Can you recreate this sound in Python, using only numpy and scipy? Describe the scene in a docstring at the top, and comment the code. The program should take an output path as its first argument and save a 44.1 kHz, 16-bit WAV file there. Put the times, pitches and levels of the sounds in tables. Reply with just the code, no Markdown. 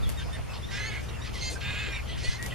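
"""Two long hoarse heron squawks in a colony: jittering harmonics and pulsed breath, filtered by a throat.
Around them come squeals, peeps and low far grunts (bent partials with sidebands), and rasps, further low grunts
and the rough breath of calls (grainy noise in one band). Dry ticks close to the microphones are decaying sines
in a treble whirr; a far idling engine is a sum of low sines.
The colony's rush and the wind on the two microphone ports are coloured noise."""
import sys
import numpy as np
from scipy import signal
from scipy.fft import rfft, irfft, next_fast_len
from scipy.io import wavfile
from scipy.ndimage import uniform_filter1d, map_coordinates

SR = 44100
rng = np.random.default_rng(int(sys.argv[2]) if len(sys.argv) > 2 else 0)


def master(y):
    """Save y as 16-bit WAV."""
    cut = np.clip(np.atleast_2d(y).T, -1, 1)
    pcm = np.round(cut * 32767)  # scale
    wavfile.write(sys.argv[1], SR, pcm.astype(np.int16))


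N = 112014
T = np.arange(N) / SR

# Squeals, peeps and low far grunts of the colony. Each row: start in seconds, length in seconds,
# first, middle and last pitch in Hz, levels of partials 1 to 5 in dB, level of the quarter-pitch sidebands in dB,
# roughness 0-1, left minus right in dB.
TONAL_CALLS = [(0, 0.06, 1373, 1336, 1350, -51.5, -73, -79, -78, -81, -30, 0, -3),
               (0.177, 0.068, 1602, 1565, 1630, -53.5, -54.5, -70, -64, -74, -30, 0.5, -6),
               (0.336, 0.08, 592, 656, 687, -53, -59.5, -64, -74, -62, -28, 0.5, -3),
               (1.248, 0.084, 1255, 1267, 1344, -55, -60, -69, -74, -76, -30, 0.6, -3),
               (0.023, 0.026, 1705, 1840, 1790, -57, -50.5, -71, -74, -66, -30, 0.45, 2),
               (0.04, 0.057, 1708, 1680, 1710, -69, -52, -70, -72, -77, -30, 0.4, -2),
               (0.169, 0.053, 1846, 1825, 1700, -53, -45.5, -60, -59, -62, -32, 0.12, 2),
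               (0.324, 0.049, 1787, 1818, 1770, -50, -47, -61, -66, -56, -30, 0.16, -3),
               (0.488, 0.058, 2640, 2590, 2510, -49, -62, -61, -72, -76, -40, 0.11, -3),
               (0.626, 0.035, 1660, 1790, 1810, -67, -47, -69, -65, -73, -37, 0.15, -1),
               (0.681, 0.043, 1855, 1910, 1960, -52, -52, -61, -80, -82, -30, 0.27, -1),
               (0.721, 0.067, 1792, 1780, 1767, -51, -51, -49.5, -62, -70, -23, 0.15, 2),
               (0.752, 0.045, 2010, 2000, 1990, -45, -49, -62, -75, -73, -20, 0.3, -2),
               (0.79, 0.09, 2060, 2055, 2110, -38.5, -46.5, -50, -66, -66, -18, 0.14, -2),
               (0.856, 0.049, 2138, 2210, 2084, -44, -44.5, -48.5, -68, -67, -22, 0.29, 1.5),
               (0.906, 0.11, 2220, 2183, 2240, -43.5, -64, -70.5, -80, -74, -30, 0.46, -2.5),
               (1.084, 0.025, 1926, 1894, 1890, -57, -53.5, -63, -79, -74, -9, 0.5, -5),
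               (1.211, 0.053, 1890, 1910, 2030, -51, -52.5, -56.5, -66, -69, -30, 0.5, -2),
               (1.135, 0.053, 2740, 2744, 2750, -54, -78, -81, -81, -80, -30, 0.35, -1),
               (1.554, 0.028, 1590, 1600, 1590, -50, -62, -64, -72, -76, -30, 0.5, -2),
               (1.345, 0.045, 2120, 1990, 1900, -48, -72, -76, -65, -58, -15, 0.3, 1),
               (1.399, 0.14, 2100, 2100, 2070, -43, -42.5, -46, -61.5, -66, -2, 0.16, -2),
               (1.632, 0.11, 1802, 1816, 1887, -52, -44.5, -70, -83, -76, -25, 0.17, -4),
               (1.9, 0.066, 2065, 1986, 1940, -48.5, -68, -72, -76, -78, -30, .2, -2),
               (1.825, 0.033, 1740, 1790, 1850, -59, -49, -72, -69, -76, -30, .3, -10),
               (0.926, 0.092, 2110, 2040, 2050, -49, -61, -68, -79, -80, -30, 0.44, -1),
               (1.784, 0.033, 1694, 1800, 1720, -45.5, -43.5, -81, -54, -68, -25, 0.1, 1),
               (1.892, 0.105, 2450, 2370, 2230, -40, -71, -67, -72, -80, -19, 0.1, -2.5),
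               (1.915, 0.07, 1790, 1880, 1760, -54, -49.5, -55, -64, -70, -30, 0.7, -1),
               (2.08, 0.048, 2020, 2000, 2010, -46.5, -50, -58, -65, -66, -26, 0.3, 0.5),
               (2.235, 0.05, 2160, 2210, 2200, -61, -43.5, -55, -69, -72, -20, 0.07, -8),
               (2.23, 0.075, 1920, 1974, 2018, -41, -63, -67, -57, -61, -4.5, 0.1, -3),
               (2.278, 0.11, 2085, 2033, 2156, -44, -46.5, -55, -69, -81, -5.5, 0.15, -3),
               (2.297, 0.051, 1630, 1678, 1750, -47.5, -48, -65, -66, -72, -27, 0.3, -2),
               (2.378, .11, 1870, 1913, 1930, -40.5, -66, -70, -74, -76, -27, 0.07, -1),
               (2.52, 0.017, 1970, 1960, 1930, -39.5, -64, -70, -68, -77, -15, 0.04, -1)]
# Sidebands above each partial, one row a partial: relative levels in dB at 1/4, 2/4 and 3/4 of the pitch above it.
SIDEBANDS = [(-2, -2, -6), (0, -11, -14), (0, -11, -14), (0, -8, -12), (0, -8, -12)]
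ATTACK_SHARE, RELEASE_SHARE, FLUTTER_EDGE_SHARE = .16, .33, .35  # of a call's length
BREATH_DB, BREATH_HZ = -5, 500  # breath around each partial at roughness 1; knots a second of its random curve
RAGGED_ENDS, PITCH_SHAKE = .35, .03  # roughness added at both ends; relative pitch shake at roughness 1

# Engine orders. Each row: frequency in Hz, mean level in dB.
ENGINE_ORDERS = [(53, -45), (71, -44), (106, -49), (123, -51.5), (159, -56.5), (211, -61.5)]
ENGINE_PAN_DB, ENGINE_WAVER_DB, ENGINE_DRIFT_RAD = 8, 2.5, 1

# Spectrum of the colony's rush. Each row: frequency in Hz, relative gain in dB.
RUSH_SPECTRUM = [(25, -7.5), (42, -25), (55, -6), (119, -6.5), (227, -18), (330, -21), (450, -18),
                 (749, -20.5), (1000, -21), (1290, -23), (1960, -23), (2960, -27), (4150, -30.5),
                 (5670, -34), (8000, -38), (11100, -40.5), (13200, -46), (14300, -59), (15200, -59)]
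# Course of the rush. Each row: time in seconds, level in dB before RUSH_RAISE_DB is added.
RUSH_COURSE = [(0.0, -49.5), (0.44, -50.5), (1.75, -49), (2.16, -51), (2.54, -48)]
RUSH_RAISE_DB = 7.5
# Spectrum of wind on the ports. Each row: frequency in Hz, relative gain in dB.
WIND_SPECTRUM = [(15, -2), (35, 4), (60, -2), (200, -6), (600, -15), (1470, -24), (2500, -29),
                 (4280, -33.5), (6420, -34.5), (8080, -37), (11100, -37.5), (13200, -43.5), (14800, -62)]
WIND_DB = -39.5
# Gusts in the low part of the wind. Each row: centre in seconds, 1/e half-width in seconds, dB over the calm.
GUSTS = [(.06, 0.088, 16.5), (.27, 0.055, 10), (.4, 0.037, 7), (.74, .04, 4), (2.18, .04, 10),
         (2.292, 0.0092, 23), (2.47, 0.034, 2)]

# Whirrs around the ticks. Each row: start in seconds, starting level in dB, time to fall 60 dB in seconds.
WHIRRS = [(0.07, -49.5, 0.27), (0.091, -41.5, 0.18), (.115, -51, 0.079), (.272, -52, 0.11),
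          (2.426, -39.5, 0.33), (2.46, -40.5, 0.092), (2.48, -61, 0.071)]
# Spectrum of the whirr. Each row: frequency in Hz, relative gain in dB.
WHIRR_SPECTRUM = [(3000, 2), (6000, -5), (9000, -4.5), (12000, -1.5), (14000, -14), (15500, -32)]
# Ticks. Each row: start in seconds, level in dB before TICK_RAISE_DB is added, frequency in Hz, left minus right in dB.
TICKS = [(0.0925, -28.5, 11200, 3), (0.0993, -30, 8600, 5), (2.4267, -30, 7300, 16), (2.463, -28, 6240, 13)]
TICK_RAISE_DB, TICK_DECAY_S = 8, .00014

# Rasps, low grunts and rough breath of the calls. Each row: start in seconds, length without the closing tail
# in seconds, level in dB, band centre in Hz, band width (standard deviation) in octaves, left minus right in dB.
ROUGH_CALLS = [(0.19, 0.045, -47.5, 3020, 0.48, 2), (.33, 0.049, -51.5, 2170, 0.8, -2),
               (0.247, 0.029, -56, 4670, 0.24, 0), (0.527, 0.05, -45.5, 3330, 0.47, 1),
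               (0.704, 0.11, -46, 3660, 0.68, -7), (1.022, 0.028, -57.5, 8000, 0.87, 4),
               (1.084, 0.087, -52.5, 2800, 0.2, -6), (1.242, 0.046, -43, 3000, 0.56, 0),
               (1.328, 0.16, -43.5, 3460, 0.62, 0), (1.404, .025, -43, 4370, 0.11, -10),
               (1.495, 0.058, -42.5, 5160, .8, 2.5), (1.601, 0.048, -43, 3080, 0.54, 1),
               (2.221, 0.038, -49.5, 436, 0.25, 16), (1.867, 0.064, -47.5, 456, 0.48, 2),
               (1.939, .075, -41, 2320, 0.16, -2), (2.085, .07, -48.5, 3100, .07, 0),
               (1.64, .07, -41.5, 2480, .12, -1), (2.069, 0.11, -45.5, 3220, 0.35, 0.5),
               (2.172, 0.11, -42.5, 3000, 0.72, -1.5), (2.229, 0.15, -42.5, 3670, 0.75, 0),
               (2.498, 0.037, -44, 2840, 0.21, 0)]
GRAIN_RATE, GRAIN_DB, ROUGH_EDGE_S = 2300, 0.5, 0.0069  # rate in knots a second
ROUGH_RELEASE_SHARE, ROUGH_PATCHY_DB = .45, 2.8

# The two squawks. 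Each row: time in seconds, pitch in Hz, level in dB, hoarseness 0-1.
SQUAWK_A = [(.705, 385, -44, 0.7), (.73, 393.8, -41, 0.2), (.79, 420.8, -39, 0.63), (.83, 423, -39, 0.3),
            (.86, 443.7, -38, 0.3), (.885, 440.8, -38.5, 0), (.915, 417.3, -40.5, 0), (.945, 436, -42, 0.7),
            (.975, 403, -43.5, 0), (1.025, 394, -51, 0.5)]
SQUAWK_B = [(1.6, 393.3, -48, 0.92), (1.635, 400.5, -39.5, 0.75), (1.67, 404, -36, 0.21),
            (1.705, 416.4, -35.5, 0.34), (1.74, 404.3, -37.5, 0.7), (1.775, 412, -36.5, 0.6),
            (1.81, 427.5, -36, 0.59), (1.85, 427.7, -37, 0.97), (1.885, 403, -37, 0.7),
            (1.92, 402.3, -42.5, 0.39), (1.955, 387, -46, 0.74), (2.0, 398, -45, 0.97)]
# Throat resonances of each squawk. Each row: frequency in Hz, relative gain in dB.
THROAT_A = [(800, -19.5), (1270, -13), (1680, -1.5), (1900, -7), (2150, -6.5), (2600, -7), (3100, -9),
            (4200, -15), (5500, -20), (7500, -18), (11000, -36)]
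THROAT_B = [(800, -30), (1250, -12), (1480, -9), (1630, 0.5), (1820, -10), (2080, -3), (2250, -6.5),
            (2550, 1), (2720, -3), (2900, -6.5), (3300, -9.5), (3900, -9.5), (4300, -12), (5000, -21),
            (6200, -22.5), (7400, -13.5), (9000, -38), (12000, -54)]
JITTER, SHIMMER_DB, PHASE_SHAKE_RAD = .007, 2.5, .09  # jitter relative to pitch, phase shake per harmonic number
HALFWAY_DB = -5  # lines between the harmonics at full hoarseness
BREATH_SHARE = .5  # breath's share of power at full hoarseness
SQUAWK_PAN_DB = -2.5

LAG_RAD = 0.51  # phase by which the birds lag at the left port, equal at all frequencies
ECHO_DB, ECHO_T60_S = -11, .14

# Narrow dips in the response. Each row: centre in Hz, 1/e half-width in Hz, depth 0-1.
DIPS = [(3915, 95, .62), (7870, 85, .82)]
ROLL_HZ, ROLL_DB_PER_KHZ, TOP_HZ = 14300, 16, 16300


def amp(db):
    """Decibels to amplitude ratio."""
    return 10 ** (np.asarray(db) / 20)


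def unit(x):
    """Normalisation to an rms of 1."""
    return x / np.sqrt(np.mean(x ** 2) + 1e-20)


def along(points, hz):
    """Interpolation of (Hz, value) points on a logarithmic frequency axis."""
    f, v = np.transpose(points)
    return np.interp(np.log(hz + 1), np.log(f + 1), v)


def wobble(rate, size=N):
    """Random modulation: a smooth curve through normal random knots, rate knots a second."""
    knots = rng.standard_normal(int(size * rate / SR) + 4)
    return map_coordinates(knots, [T[:size] * rate])


def filtered(x, response):
    """Linear filtering: the spectrum of x times a response of frequency."""
    m = next_fast_len(N + SR // 2)
    return irfft(rfft(x, m) * response(np.fft.rfftfreq(m, 1 / SR)), m)[..., :N]


def coloured(x, spectrum):
    """Spectral shaping by a gain table, brought to an rms of 1."""
    return unit(filtered(x, lambda hz: amp(along(spectrum, hz))))


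def gate(t, start, length, edge):
    """Amplitude envelope: rise, hold, fall."""
    return np.clip(np.minimum(t - start, start + length - t) / edge, 0, 1) ** 2


def placed(x, pan_db):
    """Stereo placement by level difference, left minus right."""
    return x * amp([[pan_db / 2], [-pan_db / 2]])


def span(start, length):
    """Sample range of a short sound."""
    return slice(int(start * SR), min(N, int((start + length) * SR)))


def patches(shape, db, bins, frames):
    """Random gain over frequency and time, smoothed over bins and frames."""
    field = uniform_filter1d(rng.standard_normal(shape), size=bins, axis=0)
    return amp(db * unit(uniform_filter1d(field, size=frames, axis=1)))


def hiss(spectrum, patchy_db):
    """Coloured noise of rms 1 with time-frequency patches of random gain."""
    z = signal.stft(rng.standard_normal(N), nperseg=512)[2]
    x = signal.istft(z * patches(z.shape, patchy_db, bins=6, frames=10), nperseg=512)[1][:N]
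    return coloured(x, spectrum)


def tonal_calls():
    """Modulated harmonics: five breathy partials on a bent pitch; flutter at a quarter of it adds sidebands."""
    out = np.zeros((2, N))
    for start, length, first, middle, last, *dbs, side_db, rough, pan_db in TONAL_CALLS:
        cut = span(start, length)
        waver = lambda rate: wobble(rate, size=cut.stop - cut.start)
        u = 2 * (T[cut] - start) / length - 1  # -1 at the start, 1 at the end
        pitch = middle + (last - first) / 2 * u + ((first + last) / 2 - middle) * u ** 2
        ragged = rough + RAGGED_ENDS * u ** 6
        phase = 2 * np.pi * np.cumsum(pitch * (1 + PITCH_SHAKE * ragged * waver(308))) / SR
        flutter = gate(T[cut], start, length, FLUTTER_EDGE_SHARE * length)
        tone = 0
        for k, db in enumerate(dbs):
            breath = amp(BREATH_DB) * np.sqrt(np.abs(ragged)) * (waver(BREATH_HZ) + 1j * waver(BREATH_HZ))
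            sidebands = 0
            for j, above_db in enumerate(SIDEBANDS[k]):
                side_level = amp(side_db + above_db + 2.2 * waver(46))
                sidebands = sidebands + side_level * np.exp(1j * ((j + 1) * phase / 4 + .5 * waver(74)))
            partial = amp(db + (0.54 + 6.5 * rough) * waver(99.0)) * np.exp(1j * (k + 1) * phase)
            tone = tone + partial * (1 + breath + flutter * sidebands)
        shape = np.clip(np.minimum((1 + u) / ATTACK_SHARE, (1 - u) / RELEASE_SHARE) / 2, 0, 1)
        out[:, cut] += placed(np.sqrt(2) * tone.real * shape, pan_db)
    return out


def engine():
    """Additive synthesis: low orders of a far idling engine, each wavering in level and phase."""
    hum = 0
    for hz, db in ENGINE_ORDERS:
        level = amp(db + ENGINE_WAVER_DB * wobble(4.794)) * np.sqrt(2)
        hum = hum + level * np.sin(2 * np.pi * hz * T + ENGINE_DRIFT_RAD * wobble(6.14))
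    return placed(hum, ENGINE_PAN_DB)


def colony_rush():
    """Broadband noise of the colony, with a slowly varying level."""
    s, db = np.transpose(RUSH_COURSE)
    return hiss(RUSH_SPECTRUM, patchy_db=2.5) * amp(np.interp(T, s, db) + RUSH_RAISE_DB)


def port_wind():
    """Turbulence noise at the ports: gusts raise only its low-frequency part."""
    steady = hiss(WIND_SPECTRUM, patchy_db=0.5)
    gusts = amp(sum(db * np.exp(-((T - s) / w) ** 2) for s, w, db in GUSTS))
    low = filtered(steady, lambda hz: 1 / (1 + (hz / 150) ** 2))
    return amp(WIND_DB) * (steady - low + low * gusts)


def air():
    """Middle-side superposition: the rush in phase, the wind in opposite phase at the two ports."""
    rush, wind = colony_rush(), port_wind()
    return np.array([rush + wind, rush - wind])


def ticks():
    """Impulsive decay: sharp damped sines close by, amid decaying treble noise."""
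    out = np.zeros((2, N))
    for s, db, hz, pan_db in TICKS:
        u = np.maximum(T - s, 0)
        ring = np.sin(2 * np.pi * hz * u) * np.exp(-u / TICK_DECAY_S)
        out += placed(amp(db + TICK_RAISE_DB) * ring, pan_db)
    level = sum(amp(db - 60 * np.abs(T - s) / t60) * gate(T, s, 1, 0.001) for s, db, t60 in WHIRRS)
    return out + level * np.array([hiss(WHIRR_SPECTRUM, patchy_db=1.5), hiss(WHIRR_SPECTRUM, patchy_db=1.5)])


def rough_calls():
    """Band-filtered turbulence: grainy, blotchy noise in one throat band; sharp start, softer end."""
    out = np.zeros((2, N))
    for start, length, db, hz, octaves, pan_db in ROUGH_CALLS:
        cut = span(start, length + .02)
        size = cut.stop - cut.start
        grains = rng.standard_normal(size) * amp(GRAIN_DB * wobble(GRAIN_RATE, size=size))
        f, _, z = signal.stft(grains, SR, nperseg=256)
        blotches = patches(z.shape, ROUGH_PATCHY_DB, bins=3, frames=3)
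        band = np.exp(-.5 * (np.log2((f + 1) / hz) / octaves) ** 2) / (1 + (f / 12000) ** 8)
        voice = unit(signal.istft(z * band[:, None] * blotches, SR, nperseg=256)[1][:size])
        t = T[cut] - start
        attack = np.clip(t / ROUGH_EDGE_S, 0, 1)
        release = np.clip((length + 0.019 - t) / (ROUGH_RELEASE_SHARE * length + 0.0092), 0, 1)
        out[:, cut] += placed(voice * amp(db) * attack * release, pan_db)
    return out


def squawk(rows, throat):
    """Source and filter: unsteady harmonics, halfway lines when hoarse and breath pulsed once a cycle, in a throat."""
    s, *cols = np.transpose(rows)
    pitch, db, hoarse = [np.interp(T, s, c) for c in cols]
    hoarse = np.clip(hoarse, 0, 1)
    phase = 2 * np.pi * np.cumsum(pitch * (1 + JITTER * wobble(120))) / SR
    shaken = lambda multiple, k: np.cos(multiple * phase + PHASE_SHAKE_RAD * k * wobble(150))
    harmonics = sum(amp(SHIMMER_DB * wobble(76)) * shaken(k, k) for k in range(2, 13))
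    halfway = sum(amp(2 * SHIMMER_DB * wobble(40)) * shaken(k + .5, k) for k in range(3, 12))
    voiced = harmonics + amp(HALFWAY_DB) * np.sqrt(hoarse) * halfway
    breath = (1 + np.cos(phase)) ** 2 * rng.standard_normal(N)
    share = BREATH_SHARE * hoarse
    voice = np.sqrt(1 - share) * coloured(voiced, throat) + np.sqrt(share) * coloured(breath, throat)
    return placed(voice * amp(db) * gate(T, s[0], s[-1] - s[0], 0.0094), SQUAWK_PAN_DB)


def thicket(x):
    """Phase difference and scattering: the ports hear the birds out of phase, with short echoes from branches."""
    t = T[:SR // 5]
    tail = rng.standard_normal((2, len(t))) * amp(-60 * t / ECHO_T60_S)
    sides = np.array([[-1], [1]])
    direct = filtered(x, lambda hz: np.exp(.5j * LAG_RAD * sides * np.ones_like(hz)))
    echoes = signal.fftconvolve(x, tail / np.linalg.norm(tail[0]), axes=1)[:, :N]
    return direct + amp(ECHO_DB) * echoes


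def scene():
    """Superposition: the birds in their thicket, with the ticks, engine and air added without echo."""
    birds = tonal_calls() + rough_calls() + squawk(SQUAWK_A, THROAT_A) + squawk(SQUAWK_B, THROAT_B)
    return thicket(birds) + engine() + air() + ticks()


def record(dry):
    """Frequency response: narrow dips, a treble roll-off and a band limit."""
    def response(hz):
        dips = np.prod([1 - depth * np.exp(-((hz - c) / w) ** 2) for c, w, depth in DIPS], axis=0)
        roll_off = amp(-ROLL_DB_PER_KHZ * np.maximum(hz - ROLL_HZ, 0) / 1000)
        return dips * roll_off * (hz < TOP_HZ)
    return filtered(dry, response)


dry = scene()
out = record(dry)
master(out)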